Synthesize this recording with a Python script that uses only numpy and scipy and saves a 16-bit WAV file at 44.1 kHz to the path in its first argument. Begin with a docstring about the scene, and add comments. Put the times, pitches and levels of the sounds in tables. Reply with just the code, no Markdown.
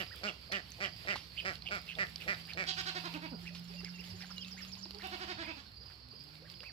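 """Ducks on a backyard pool. From the start a close duck quacks ten times while young ducks peep, water fizzes
and drips, feet stir up plops and far birds twitter, over a low hum, a rumble and a distant engine.
At 2.7 s a farther duck answers with a quick hoarse run, then clucks softly; a songbird trills from 3.4 s.
The engine speeds up after 2.5 s and is loudest near 3.8 s; a low bump follows at 4.1 s. The farther duck's
second run comes at 5 s. At 5.9 s the engine changes gear and climbs again in one short swell."""
import sys
import numpy as np
from scipy import signal
from scipy.fft import rfft, irfft, next_fast_len
from scipy.io import wavfile
from scipy.ndimage import uniform_filter1d

SR = 44100
rng = np.random.default_rng(int(sys.argv[2]) if len(sys.argv) > 2 else 0)


def wrap_up_sound(samples):
    """Save the sound to the file named by the first command line argument, as 16-bit audio."""
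    columns = np.atleast_2d(samples).T
    # keep every value between -1 and 1, then stretch to whole-number steps
    tamed = np.clip(columns, -1, 1)
    steps = np.round(tamed * 32767).astype(np.int16)
    wavfile.write(sys.argv[1], SR, steps)


N = 296352
TIME = np.arange(N) / SR


def amp(db):
    """Decibels to gain."""
    return 10 ** (np.asarray(db) / 20)


def unit(x):
    """Scales to rms 1."""
    return x / np.sqrt(np.mean(x ** 2) + 1e-20)


def read(points, hz):
    """Reads a table on a log-frequency axis."""
    f, value = np.transpose(points)
    return np.interp(np.log(hz + 1), np.log(f + 1), value)


def over_time(points):
    """Joins the points of a (time, value) table with straight lines."""
    return np.interp(TIME, *np.transpose(points))


def progress(length):
    """Runs from 0 to 1 over a sound of the given length in seconds."""
    return np.arange(int(length * SR)) / (length * SR)


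def phase_of(hz):
    """Adds up a changing pitch into the phase of its wave."""
    return 2 * np.pi * np.cumsum(hz) / SR


def add(mix, s, sound):
    """Mixes a sound in at time s, cutting what falls outside the scene."""
    at = round(s * SR)
    part = mix[max(at, 0):][:max(len(sound) + min(at, 0), 0)]
    part += sound[max(-at, 0):][:len(part)]


def drift(size, hz):
    """Slow random motion of rms 1, up to about hz."""
    span = next_fast_len(size + SR // 4, real=True)
    f = np.fft.rfftfreq(span, 1 / SR)
    smooth = irfft(rfft(rng.standard_normal(span)) * np.exp(-(f / hz) ** 2), span)
    return unit(smooth)[:size]


def above(x, hz):
    """Keeps what lies above hz."""
    return signal.sosfilt(signal.butter(2, hz, "high", fs=SR, output="sos"), x)


def resonate(x, hz, width):
    """A two-pole resonance of gain 1."""
    return signal.lfilter(*signal.iirpeak(hz, hz / width, fs=SR), x)


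def glide(x, hz, width):
    """A resonance of gain 1 that follows the curve hz: shift down to zero, smooth, shift back."""
    turn = np.exp(1j * phase_of(hz))
    r = np.exp(-np.pi * width / SR)
    smoothed = signal.lfilter([1 - r], [1, -r], x / turn + 1e-18)
    return 2 * (turn * smoothed).real


def colour(x, points, tilt_db=0, size=2048):
    """Causal filter: every pulse rings with the given spectrum, tilted per octave."""
    hz = abs(np.fft.fftfreq(size, 1 / SR))
    octaves = np.log2(np.clip(hz, 300, 4000) / 1000)
    low_cut = (hz + 1) / np.hypot(hz, 120)
    log_gain = np.log(amp(read(points, hz) + tilt_db * octaves) * low_cut)
    # minimum phase: the ring starts at once and only dies away
    ring = np.fft.ifft(np.exp(np.conj(signal.hilbert(log_gain)))).real[:size // 2]
    return signal.fftconvolve(x, ring)


def scatter(x, decay_s):
    """Early echoes off the water and the pool wall, within 25 ms."""
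    t = np.arange(SR // 40) / SR
    taps = rng.standard_normal(len(t)) * np.exp(-t / decay_s) * (t > .001)
    return signal.fftconvolve(x, taps / np.linalg.norm(taps))[:len(x)]


# how long the yard rings: (frequency [Hz], time to fall by 60 dB [s])
YARD_RING = [(200, 0.093), (450, 0.29), (720, 0.25), (950, 0.3), (1600, 0.19), (2700, 0.25), (5000, 0.5),
             (12000, 0.067)]


def yard(x):
    """Pool wall, fence and trees scatter the sound back to both ports."""
    taps = rng.standard_normal((2, SR // 2)) * (rng.random((2, SR // 2)) < .05)
    taps[:, :SR // 250] = 0  # no echo in the first 4 ms
    hz, t, z = signal.stft(taps, SR, nperseg=256)
    fade = amp(-60 * t / read(YARD_RING, hz)[:, None])
    tail = signal.istft(z * fade, SR, nperseg=256)[1]
    return signal.fftconvolve(x[None], tail / np.linalg.norm(tail[0]), axes=1)[:, :N]


def place(x, lead_ms, wet_db):
    """Sound reaches the left port earlier by lead_ms (later if negative); the yard adds its echo."""
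    delay = np.exp(-2j * np.pi * np.fft.rfftfreq(N, 1 / SR) * lead_ms / 1000)
    right = irfft(rfft(x) * delay, N)
    return np.array([x, right]) + amp(wet_db) * yard(x)


# how alike sound from all around is at the two ports: (frequency [Hz], likeness [-1 to 1])
PORT_LIKENESS = [(60, 1), (300, 0.76), (700, 0.45), (1500, -0.31), (3000, -0.19), (5000, 0.77),
                 (9000, -0.15)]


def diffuse(points, patchy_db, size=1024):
    """Noise from all around, with drifting patches in time and frequency."""
    frames, hz = N // (size // 4) + 5, np.fft.rfftfreq(size, 1 / SR)
    a, b, c, d, patches = rng.standard_normal((frames, size // 2 + 1, 5)).T
    patches = uniform_filter1d(patches, size=7, axis=0)
    patches = unit(uniform_filter1d(patches, size=6, axis=1))
    same = np.clip(read(PORT_LIKENESS, hz), -1, 1)[:, None]
    left, other = a + 1j * b, c + 1j * d
    z = np.array([left, same * left + np.sqrt(1 - same ** 2) * other])
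    z *= amp(read(points, hz)[:, None] + patchy_db * patches)
    return unit(signal.istft(z, nperseg=size, noverlap=size * 3 // 4)[1][:, :N])


def engine(overtone_db=-8):
    """One droning tone that nears, speeds up, fades, and after a gear change climbs again with its octave."""
    # it holds its pitch, then speeds up ever faster
    start_hz, speed_up_s, speed_up_hz_per_s2 = 168.4, 2.5, 3.95
    hz = start_hz + speed_up_hz_per_s2 * np.maximum(TIME - speed_up_s, 0) ** 2
    # it is loudest as it passes
    pass_s, pass_db, nearing_db_per_s, leaving_db_per_s = 3.79, -49, 6.5, 7
    db = pass_db - np.maximum(nearing_db_per_s * (pass_s - TIME), leaving_db_per_s * (TIME - pass_s))
    # it eases off before the gear change
    ease_s, ease_db_per_s = 5.4, 17.5
    db = db - ease_db_per_s * np.maximum(TIME - ease_s, 0)
    # then it climbs again from lower down in one short swell
    shift_s, shift_hz, climb_hz_per_s, climb_db = 5.9, 109, 100, -62
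    since = TIME - shift_s
    phase = phase_of(np.where(since < 0, hz, shift_hz + climb_hz_per_s * since))
    gain = np.where(since < 0, amp(db), amp(climb_db) * np.sin(np.pi * since / since[-1]))
    tone = unit(np.sin(phase)) + amp(overtone_db) * (since > 0) * unit(np.sin(2 * phase))
    return uniform_filter1d(gain, size=2000) * amp(1.2 * drift(N, 19)) * tone


# tone colour of the quiet garden air, with the narrow band near 4.3 kHz: (frequency [Hz], relative level [dB])
GARDEN_COLOUR = [(350, -6.5), (600, -3.5), (1200, -3.5), (2200, -9), (3600, -15), (4300, 7), (4800, -5),
                 (5400, -2), (6200, -59), (7200, -47), (9000, -79.5), (13000, -89.5), (16000, -52)]
# tone colour of the low rumble: (frequency [Hz], relative level [dB])
RUMBLE_COLOUR = [(15, -61), (30, -32), (45, -24), (64, 1.5), (85, -1.5), (108, 0.5), (140, -5), (220, -9.5),
                 (300, -16.5), (450, -19.5), (900, -48.5)]


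def background(garden_db=-62, rumble_db=-58.5, easing_db_per_s=0.25, hum_db=-67, hum_hz=65):
    """Garden air and a narrow strong band near 4.3 kHz, an easing rumble, a wavering hum and the far engine."""
    hum = unit(np.sin(phase_of(hum_hz + 2.56 * drift(N, 7.8))))
    hum = amp(hum_db + 2.2 * drift(N, 5.5)) * hum
    rumble = diffuse(RUMBLE_COLOUR, patchy_db=2.5, size=4096)
    rumble = amp(rumble_db - easing_db_per_s * TIME) * rumble
    air = amp(garden_db) * diffuse(GARDEN_COLOUR, patchy_db=2)
    return air + rumble + place(engine() + hum, lead_ms=-0.51, wet_db=-10.0)


# a far bird's phrases: (time [s], level [dB])
BIRD_PHRASES = [(.02, -50.5), (.41, -58.5), (.865, -53), (1.355, -51), (1.695, -53), (2.395, -51.5),
                (2.94, -51.5), (3.25, -51), (3.69, -53), (4.8, -57), (5.39, -53), (5.755, -51.5),
                (6.1, -51), (6.495, -52.5)]
# where each of the three chirps in a phrase starts its fall: (pitch [Hz])
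CHIRP_STARTS = [5010, 5140, 5170]


def twitter(crowd_db=-63, crowd_hz=4900, fall_hz=560, length=0.0339):
    """Far birds: one repeats phrases of three falling chirps, over a crowd whose chirps blur into a shimmer."""
    chirp_gap_s, crowd_per_s = .046, 45
    u = progress(length)
    leader, crowd = np.zeros((2, N))

    def chirp(hz):
        """One short falling note that swells and fades."""
        pitch = hz - fall_hz * u + 45 * drift(len(u), 400)
        return np.sin(phase_of(pitch)) * np.sin(np.pi * u) ** 2

    for s, db in BIRD_PHRASES:
        for k, hz in enumerate(CHIRP_STARTS):
            add(leader, s + k * chirp_gap_s, amp(db) * chirp(hz))
    chances = rng.uniform(-1, 1, (int(crowd_per_s * N / SR), 3))
    for k, (late, high, loud) in enumerate(chances):
        add(crowd, (k + late / 2) / crowd_per_s, amp(3 * loud) * chirp(crowd_hz + 250 * high))
    crowd = amp(crowd_db + 2 * drift(N, 4.6)) * unit(place(crowd, lead_ms=0, wet_db=0.5))
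    return place(leader, lead_ms=-0.026, wet_db=-5.5) + crowd


# one note of the songbird: (time into the note [s], pitch [Hz], level relative to the trill [dB])
TRILL_NOTE = [(0, 5500, -41), (.012, 6100, -7), (.026, 7000, 0), (.038, 7600, -24), (.05, 6500, -16),
              (.06, 5450, 3.5), (.075, 4850, 10), (.092, 4500, -16)]


def songbird(start=3.417, period=.104, count=14):
    """One up-and-down whistle repeated evenly; the trill swells almost to its last note."""
    trill_db, full_s, swell_db_per_s = -53, 4.67, 8
    at, hz, db = np.transpose(TRILL_NOTE)
    t, out = np.arange(0, at[-1], 1 / SR), np.zeros(N)
    for s in start + period * np.arange(count):
        note = np.sin(phase_of(np.interp(t, at, hz) * (1 + 0.0044 * drift(len(t), 102))))
        level_db = trill_db - swell_db_per_s * max(full_s - s, 0)
        add(out, s, amp(np.interp(t, at, db) + level_db) * note)
    return place(out, lead_ms=-0.097, wet_db=-8)


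def bump(s=4.08, length=0.12, hz=98, db=-47):
    """One soft, low bump: a short tone that swells and fades."""
    out, t = np.zeros(N), np.arange(int(length * SR)) / SR
    add(out, s, amp(db) * np.sin(2 * np.pi * hz * t) * np.hanning(len(t)))
    return out


# how hard the water is stirred, before its layers get their own levels: (time [s], level [dB])
WATER_STIR = [(0, -61.5), (.15, -67.5), (.7, -72), (1.35, -67.5), (1.6, -72.5), (2.2, -66.5), (2.75, -69.5),
              (2.98, -66.5), (3.25, -68.5), (3.6, -72.5), (4, -68.5), (4.9, -71.5), (5.25, -70.5),
              (5.8, -77.5), (6.72, -73)]
# tone colour of the stirred water: (frequency [Hz], relative level [dB])
WATER_COLOUR = [(400, -6.5), (1000, -11), (2500, -1), (3700, -3), (4700, -8), (6200, -20.5), (7500, -16),
                (9500, -20.5), (13000, -12.5), (16000, -28)]
# tone colour of spray, used for droplets here and for drips below: (frequency [Hz], relative level [dB])
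SPRAY_COLOUR = [(300, -6), (1200, -12), (2800, 1), (4700, 2.5), (6300, -12.5), (9000, -17.5), (13000, -14),
                (16000, -39)]


def water(fizz_db=10, patter_db=2, crackle_db=-8):
    """Paddling and dabbling: a smooth wash, tiny droplets and now and then a sharp little crackle."""
    surge_db, surges_hz = 2.5, 9.7  # the stirring comes in uneven surges
    stir = amp(over_time(WATER_STIR) + surge_db * drift(N, surges_hz))
    wash = diffuse(WATER_COLOUR, patchy_db=2)
    # about 70 droplets a second, a few of them much louder
    drops = (rng.random(N) < 70 / SR) * amp(6.4 * np.minimum(rng.exponential(1, N), 3))
    burst = rng.standard_normal(SR // 200) * np.exp(-np.arange(SR // 200) / 30)
    patter = unit(colour(signal.fftconvolve(drops, burst), SPRAY_COLOUR)[:N])
    # about 6 crackles a second
    pops = (rng.random(N) < 6 / SR) * amp(rng.uniform(-14, 0, N))
    crackle = unit(above(signal.fftconvolve(pops, burst)[:N], 7000))
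    near = place(amp(patter_db) * patter + amp(crackle_db) * crackle, lead_ms=0, wet_db=-12)
    return stir * (amp(fizz_db) * wash + near)


def plops(per_s=6, level_db=-52, low_hz=380, high_hz=1500, cycles=7, rise=6):
    """Paddling feet trap larger bubbles: soft, low blips that rise as they die."""
    out, t = np.zeros(N), np.arange(SR // 16) / SR
    for k, (late, high, soft) in enumerate(rng.random((int(per_s * N / SR), 3))):
        hz = low_hz * (high_hz / low_hz) ** high
        fade = np.exp(-t * hz / cycles) * np.minimum(t * hz / 2, 1)
        ring = np.sin(2 * np.pi * hz * (t + rise * t ** 2)) * fade
        add(out, (k + 2 * late - 1) / per_s, amp(level_db - 10 * soft) * ring)
    return place(out, lead_ms=0, wet_db=-3.5)


# drops striking the water: (time [s], level [dB], bubble pitch at first [Hz])
WATER_DRIPS = [(0.239, -29.5, 4490), (0.719, -37, 6160), (1.158, -28.5, 900), (1.163, -34, 1130),
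               (1.555, -33, 4290), (1.622, -36, 4230), (1.953, -34.5, 3490), (2.159, -28, 4700),
               (2.346, -35.5, 3800), (2.535, -31, 4290), (3.549, -47, 3640), (3.847, -30, 4910),
               (4.04, -39, 3000), (4.311, -41, 1330), (4.381, -29.5, 4000), (4.447, -36, 3700),
               (4.855, -36.5, 4220), (4.858, -43.5, 910), (4.947, -37, 4430), (4.986, -39.5, 4900),
               (5.02, -39, 4060), (6.5, -41, 4840), (6.54, -44, 3240), (6.605, -40, 2800)]
# bills flicking water: (time [s], level [dB], time to fall by 60 dB [s])
BILL_SPLASHES = [(.52, -29, 0.055), (1.158, -39.5, 0.26), (3.055, -38, .05), (3.549, -42, 0.17),
                 (4.22, -39.5, 0.046), (4.908, -28, 0.0062)]


def drips(rise=2.1, tick_db=-11):
    """Each strike ticks, traps a bubble that rings and rises in pitch, and throws a little spray."""
    drip_t60_s, drip_spray_db = 0.014, -4.5
    splash_hz, splash_spray_db = 4250, 10
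    out, t = np.zeros(N), np.arange(SR // 8) / SR
    strikes = [(s, db, hz, drip_t60_s, drip_spray_db) for s, db, hz in WATER_DRIPS]
    strikes += [(s, db, splash_hz, t60, splash_spray_db) for s, db, t60 in BILL_SPLASHES]
    for s, db, hz, t60, spray_db in strikes:
        fade = amp(-60 * t / t60) * (1 - np.exp(-t / 0.000097))
        spray = unit(colour(rng.standard_normal(len(t)), SPRAY_COLOUR)[:len(t)]) / 2
        bubble = np.sin(2 * np.pi * hz * (t + rise * t ** 2))
        tick = rng.standard_normal(len(t)) * np.exp(-t / 0.000064)
        strike = fade * (bubble + amp(spray_db) * spray) + amp(tick_db + spray_db) * tick
        add(out, s, amp(db) * strike / np.hypot(1, amp(spray_db)))
    return place(out, lead_ms=0.039, wet_db=-18.5)


# young ducks' arched peeps: (time [s], length [s], top pitch [Hz], level [dB], warble strength [0-1])
YOUNG_PEEPS = [(-.01, 0.048, 3300, -46, 0.15), (0.102, 0.05, 1945, -55, 0.014),
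               (0.26, 0.054, 3160, -42.5, 0.18), (0.524, 0.056, 2970, -43.5, 0.18),
               (0.821, 0.056, 3114, -44, 0.26), (1.088, 0.055, 2970, -44.5, 0.16),
               (1.363, 0.057, 3104, -42.5, 0.13), (1.649, 0.053, 3090, -45.5, 0.19),
               (1.866, 0.078, 2866, -48, 0.2), (2.194, 0.048, 2870, -51.5, 0.17),
               (2.474, 0.061, 2523, -51, 0.16), (3.125, 0.053, 2666, -51, 0.1),
               (3.448, 0.057, 2590, -51.5, 0.11), (3.8, 0.017, 1950, -58.5, 0.26),
               (3.836, 0.059, 2380, -55, 0.11), (3.973, 0.057, 2820, -56, 0.03),
               (4.199, .058, 2303, -55, 0.17), (4.29, .032, 1497, -58, 0.3),
               (4.565, 0.056, 2345, -55, 0.097), (4.991, 0.045, 2170, -56, 0.12),
               (5.422, 0.066, 2436, -52.5, 0.07), (5.893, 0.037, 2080, -65, 0.21),
               (6.44, 0.048, 1990, -65, 0.11), (6.628, .016, 1800, -55.5, 0.31),
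               (6.629, 0.082, 2620, -56.5, 0.039)]
# their thin whistles: (time [s], pitch [Hz], level [dB], end pitch [share of that pitch])
YOUNG_WHISTLES = [(3.768, 2750, -56.5, 0.97), (3.933, 2750, -58, 0.96), (4.361, 2890, -53, 0.99),
                  (4.401, 3165, -52.5, 0.76), (4.44, 2640, -60, 1)]


def young_ducks(warble_hz=115, overtone_db=-20, throat_hz=2880, throat_width=1000, leak_db=-14, swell=0.73):
    """Arched whistles, most chopped into hoarse bursts by a second membrane; soft ones escape the throat more."""
    peep_from, peep_to = .64, .58  # start and end, as shares of the top pitch
    whistle_s, whistle_from = 0.046, 1.02
    # fully squeezed above this level; each dB softer lets so many dB more past the throat resonance
    squeezed_db, loosen_per_db = -46, 1.8
    out = np.zeros(N)
    calls = [(*row, peep_from, peep_to) for row in YOUNG_PEEPS]
    calls += [(s, whistle_s, hz, db, 0, whistle_from, last) for s, hz, db, last in YOUNG_WHISTLES]
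    for s, length, top, db, warble, first, last in calls:
        u = progress(length)
        edge = first + (last - first) * u
        pitch = top * (edge + (1 - (first + last) / 2) * np.sin(np.pi * u) ** 1.5)
        shake = np.sin(phase_of(warble_hz * (1 + 0.294 * drift(len(u), 144))))
        wobble = .6 * shake + .45 * drift(len(u), 950)
        phase = phase_of(pitch * (1 + warble * wobble))
        air = unit(resonate(rng.standard_normal(len(u)), top, top / 2))
        tone = np.sin(phase) + amp(overtone_db) * np.sin(2 * phase) + 2.5 * warble * air
        tone = tone * np.exp(-5 * warble * shake) * np.sin(np.pi * u) ** swell
        throat = resonate(resonate(tone, throat_hz, throat_width), throat_hz, throat_width)
        leak = amp(leak_db + loosen_per_db * max(squeezed_db - db, 0)) * tone
        add(out, s, amp(db) * unit(throat + leak))
    return place(out, lead_ms=0.066, wet_db=-12.0)


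def syrinx(length, hz, rasp, arch, crest, jitter):
    """Membranes snap once a cycle on an arch of pitch; each snap lets out a puff of air."""
    u = progress(length)
    pitch = hz * (1 - arch * (u - crest) ** 2) * (1 + jitter * drift(len(u), 200))
    turns = np.cumsum(pitch) / SR + .5
    snaps = np.diff(np.floor(turns), prepend=0)
    air = (.1 + np.exp(-(turns % 1) / .3)) * rng.standard_normal(len(u))
    rasp = np.clip(rasp, 0, 1)
    return u, (1 - rasp) * unit(snaps), rasp * unit(air)


# the farther duck's soft clucks:
# (time [s], length [s], first pitch [Hz], middle pitch [Hz], last pitch [Hz], level [dB])
SOFT_CLUCKS = [(3.31, .05, 306, 241, 175, -46.5), (3.425, 0.021, 400, 353, 327, -62.5),
               (3.692, 0.033, 397, 394, 490, -61.5), (3.83, 0.015, 380, 397, 484, -56),
               (3.984, 0.026, 378, 404, 503, -65.5), (4.132, 0.032, 412, 374, 400, -59.5),
               (4.852, 0.024, 323, 330, 373, -59), (4.934, 0.056, 490, 398, 503, -57),
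               (5.567, 0.025, 310, 268, 219, -57)]


def clucks(overtone_fall_db=11):
    """With the bill shut only a soft, almost pure note comes out, bending as it goes."""
    out = np.zeros(N)
    for s, length, first, middle, last, db in SOFT_CLUCKS:
        u = progress(length)
        bend = np.polyval(np.polyfit([0, .5, 1], [first, middle, last], 2), u)
        phase = phase_of(bend * (1 + .02 * drift(len(u), 200)))
        # the overtones fall by so many dB per octave
        overtones = sum(amp(-overtone_fall_db * np.log2(k)) * np.sin(k * phase) for k in range(2, 7))
        tone = np.sin(phase) + overtones
        add(out, s, amp(db) * unit(tone * np.sin(np.pi * u)))
    return out


# the farther duck's quacks: (time [s], length [s], top pitch [Hz], level [dB],
# brightness of the quack, voice and breath [dB per octave], ring of the bill [Hz], its strength [dB],
# nasal tone [dB])
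FAR_QUACKS = [(2.665, 0.055, 384.2, -38.5, 2.5, 3280, 0, -3), (2.766, 0.051, 386, -40.5, 2.7, 1440, 1, -20),
              (2.855, 0.053, 385.4, -41, 2, 1470, 1.5, -11), (2.943, 0.05, 375, -42.5, 0.5, 1800, -5, -8),
              (3.035, 0.05, 353.4, -44.5, -0.5, 1070, 1, -21), (3.134, 0.048, 312, -45, -3, 310, -7, -14),
              (3.213, 0.062, 328, -47, -3, 2360, 5.5, -14), (5.023, 0.051, 386.5, -46, -0.5, 2700, 5, 4.5),
              (5.112, 0.049, 373, -45, -0.5, 1080, -22, -12),
              (5.193, 0.06, 376.6, -45.5, -0.2, 1510, -19, -23),
              (5.273, 0.061, 374.2, -44, -0.3, 1950, -5, -17), (5.372, 0.07, 340, -45, -1, 1740, -1, -15),
              (5.462, 0.062, 332, -46, -2.5, 2370, 10.5, -14),
              (5.557, .06, 285.4, -56.5, 2.5, 1150, -2, -11)]
# tone colour of its throat: (frequency [Hz], relative level [dB])
FAR_THROAT_COLOUR = [(330, 1), (520, -7), (750, 1.5), (1050, -1.5), (1550, 4.5), (2350, -1.5), (2800, -3),
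                     (3800, -1.5), (4600, 1.5), (5500, -11.5), (6200, -18.5), (7200, -16.5), (9000, -29),
                     (13000, -54), (16000, -97)]
# its second run is more echoing: (time [s], echo level [dB])
FAR_ECHO_LEVEL = [(3.3, -9), (5, -7.5)]
# bands that ring on in the yard after its calls: (frequency [Hz], width [Hz], level [dB])
FAR_YARD_RING = [(743, 120, -4.5), (928, 65, -1.5), (2640, 460, 1)]


def far_duck(hiss_hz=2500, hiss_db=1, nose_hz=750, nose_width=110, bill_width=380):
    """Higher quacks in quick runs: each swells on an arch of pitch and is cut off; clear below, hoarse on top."""
    # the harder it pushes, the hoarser it gets: rasp (0-1) at the usual level, and more for each dB above
    usual_db, usual_rasp, rasp_per_db = -43.5, .34, .05
    out = np.zeros(N)
    for s, length, hz, db, bright_db, bill_hz, bill_db, nose_db in FAR_QUACKS:
        rasp = usual_rasp + rasp_per_db * max(db - usual_db, 0)
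        u, snaps, air = syrinx(length, hz, rasp, arch=1.05, crest=.5, jitter=.009)
        effort = amp(np.interp(u, [0, .25, .55, .82, 1], [-5, 3.5, 6, 5, -4]))
        # the clear voice is a little duller than the breath
        clear = colour(snaps * effort, FAR_THROAT_COLOUR, bright_db - 2.5)
        hiss = above(above(air, hiss_hz), hiss_hz)
        voice = clear + amp(hiss_db) * colour(hiss * effort, FAR_THROAT_COLOUR, bright_db)
        nose = amp(nose_db) * resonate(voice, nose_hz, nose_width)
        bill = amp(bill_db) * resonate(voice, bill_hz, bill_width)
        voice = voice + nose + bill
        voice = voice + .7 * above(above(scatter(voice, .005), 2400), 2400)
        add(out, s, amp(db) * voice / np.std(voice[:len(u)]))
    out = out + clucks()
    ringing = sum(amp(db) * resonate(out, hz, width) for hz, width, db in FAR_YARD_RING)
    return place(out, lead_ms=-0.322, wet_db=over_time(FAR_ECHO_LEVEL)) + yard(ringing)


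# the near duck's quacks: (time [s], length [s], top pitch [Hz], level [dB],
# nasal resonance [Hz], its strength [dB], ring of the bill [dB], chest tone [dB])
NEAR_QUACKS = [(-.035, 0.078, 201.4, -39, 1970, 8, 9.5, 13), (0.232, 0.085, 209.2, -40.5, 1430, 0, 5, 11),
               (0.514, 0.096, 200.3, -40, 1920, 13, 7, 11), (.802, 0.089, 201, -39.5, 1970, 8.5, 7.5, 3.5),
               (1.071, 0.087, 202.8, -37.5, 1900, 12.5, 12, 6),
               (1.448, 0.083, 195.8, -39, 1880, 11, 7.5, 6),
               (1.707, 0.085, 206.3, -39.5, 1490, 7.5, 10.5, 4),
               (1.984, 0.072, 202.5, -35, 1945, 19.5, 14, 8), (2.276, 0.075, 202, -36, 1940, 17, 14, 6),
               (2.571, 0.083, 193, -38.5, 1860, 10.5, 14.5, 7.5)]
# tone colour of its throat: (frequency [Hz], relative level [dB])
NEAR_THROAT_COLOUR = [(170, -9), (650, -2), (1000, -12), (1350, 2), (1600, -4), (1950, -1.5), (2500, -6.5),
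                      (3000, -12.5), (3900, -15), (4700, -6), (6200, -22), (7400, -19), (9500, -38.5),
                      (13000, -31), (16000, -64)]


def near_duck(nasal_width=200, bill_hz=2340, bill_width=220, hiss_hz=1900, chest_hz=195, chest_width=130,
              jaw_hz=625, jaw_width=170, jaw_db=-1, murmur_db=-17, murmur_hz=780):
    """Dry, pulsing quacks led in by a murmur; two sharp resonances hold, then sag as the bill closes."""
    rasp = .11
    # the bill holds for this share of the quack; then two resonances sag and the jaw's rises by these shares
    bill_hold, bill_sag, jaw_rise = 0.42, 0.2, .24
    out = np.zeros(N)
    for s, length, hz, db, nasal_hz, nasal_db, bill_db, chest_db in NEAR_QUACKS:
        u, snaps, air = syrinx(length, hz, rasp, arch=.9, crest=.36, jitter=.012)
        shimmer_db = 1.3 * drift(len(u), 120)
        effort = amp(np.interp(u, [0, .12, .36, .68, 1], [-5.5, -.5, 1, -2.5, -15]) + shimmer_db)
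        voice = colour((snaps + 2 * above(air, hiss_hz)) * effort, NEAR_THROAT_COLOUR)
        voice = voice + .2 * above(scatter(voice, .0033), 1000)
        after_hold = (np.arange(len(voice)) / len(u) - bill_hold) / (1 - bill_hold)
        closing = np.clip(after_hold, 0, 1) ** 2.0
        mouth = 1 - bill_sag * closing
        # the low tones hold on while the bill closes
        held = colour(snaps * np.sqrt(effort), NEAR_THROAT_COLOUR)
        chest = amp(chest_db) * resonate(held, chest_hz, chest_width)
        jaw = amp(jaw_db) * glide(held, jaw_hz * (1 + jaw_rise * closing), jaw_width) * (1 + closing)
        nasal = amp(nasal_db) * glide(voice, nasal_hz * mouth, nasal_width)
        bill = amp(bill_db) * glide(voice, bill_hz * mouth, bill_width)
        voice = voice + chest + jaw + nasal + bill
        add(out, s, amp(db) * voice / np.std(voice[:len(u)]))
        # the throat murmurs softly just before the bill opens
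        u, snaps, air = syrinx(0.028, .85 * hz, .5, arch=.4, crest=.5, jitter=.04)
        muffle = signal.butter(4, [250, murmur_hz], "band", fs=SR, output="sos")
        murmur = signal.sosfilt(muffle, np.pad((snaps + air) * np.sqrt(u), (0, SR // 100)))
        murmur = unit(murmur + resonate(murmur, jaw_hz, jaw_width))
        add(out, s - .024, amp(db + murmur_db) * murmur)
    return place(out, lead_ms=0.26, wet_db=-10.5)


def scene():
    """All sources at the two ports."""
    ducks = near_duck() + far_duck() + young_ducks()
    birds = songbird() + twitter()
    pool = drips() + water() + plops()
    return ducks + birds + pool + background() + bump()


# how the two microphone ports differ: (frequency [Hz], left minus right [dB])
PORT_LEAN = [(60, -4.5), (600, -4.5), (1400, -8.5), (2000, -6.5), (2700, -10), (3700, -10), (4500, -7),
             (5300, -14.5), (5800, -17), (6400, 3), (7500, -7), (9000, 3), (11200, 8), (14000, 1.5)]


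def record(dry, edge_hz=15900):
    """Each port colours the sound in its own way; then everything above edge_hz is cut."""
    lean_db = read(PORT_LEAN, np.fft.rfftfreq(N, 1 / SR)) / 2
    heard = irfft(rfft(dry) * amp([lean_db, -lean_db]), N)
    low_pass = signal.firwin(511, edge_hz, window=("kaiser", 9), fs=SR)
    return signal.oaconvolve(heard, low_pass[None], "same")


dry = scene()
out = record(dry)
wrap_up_sound(out)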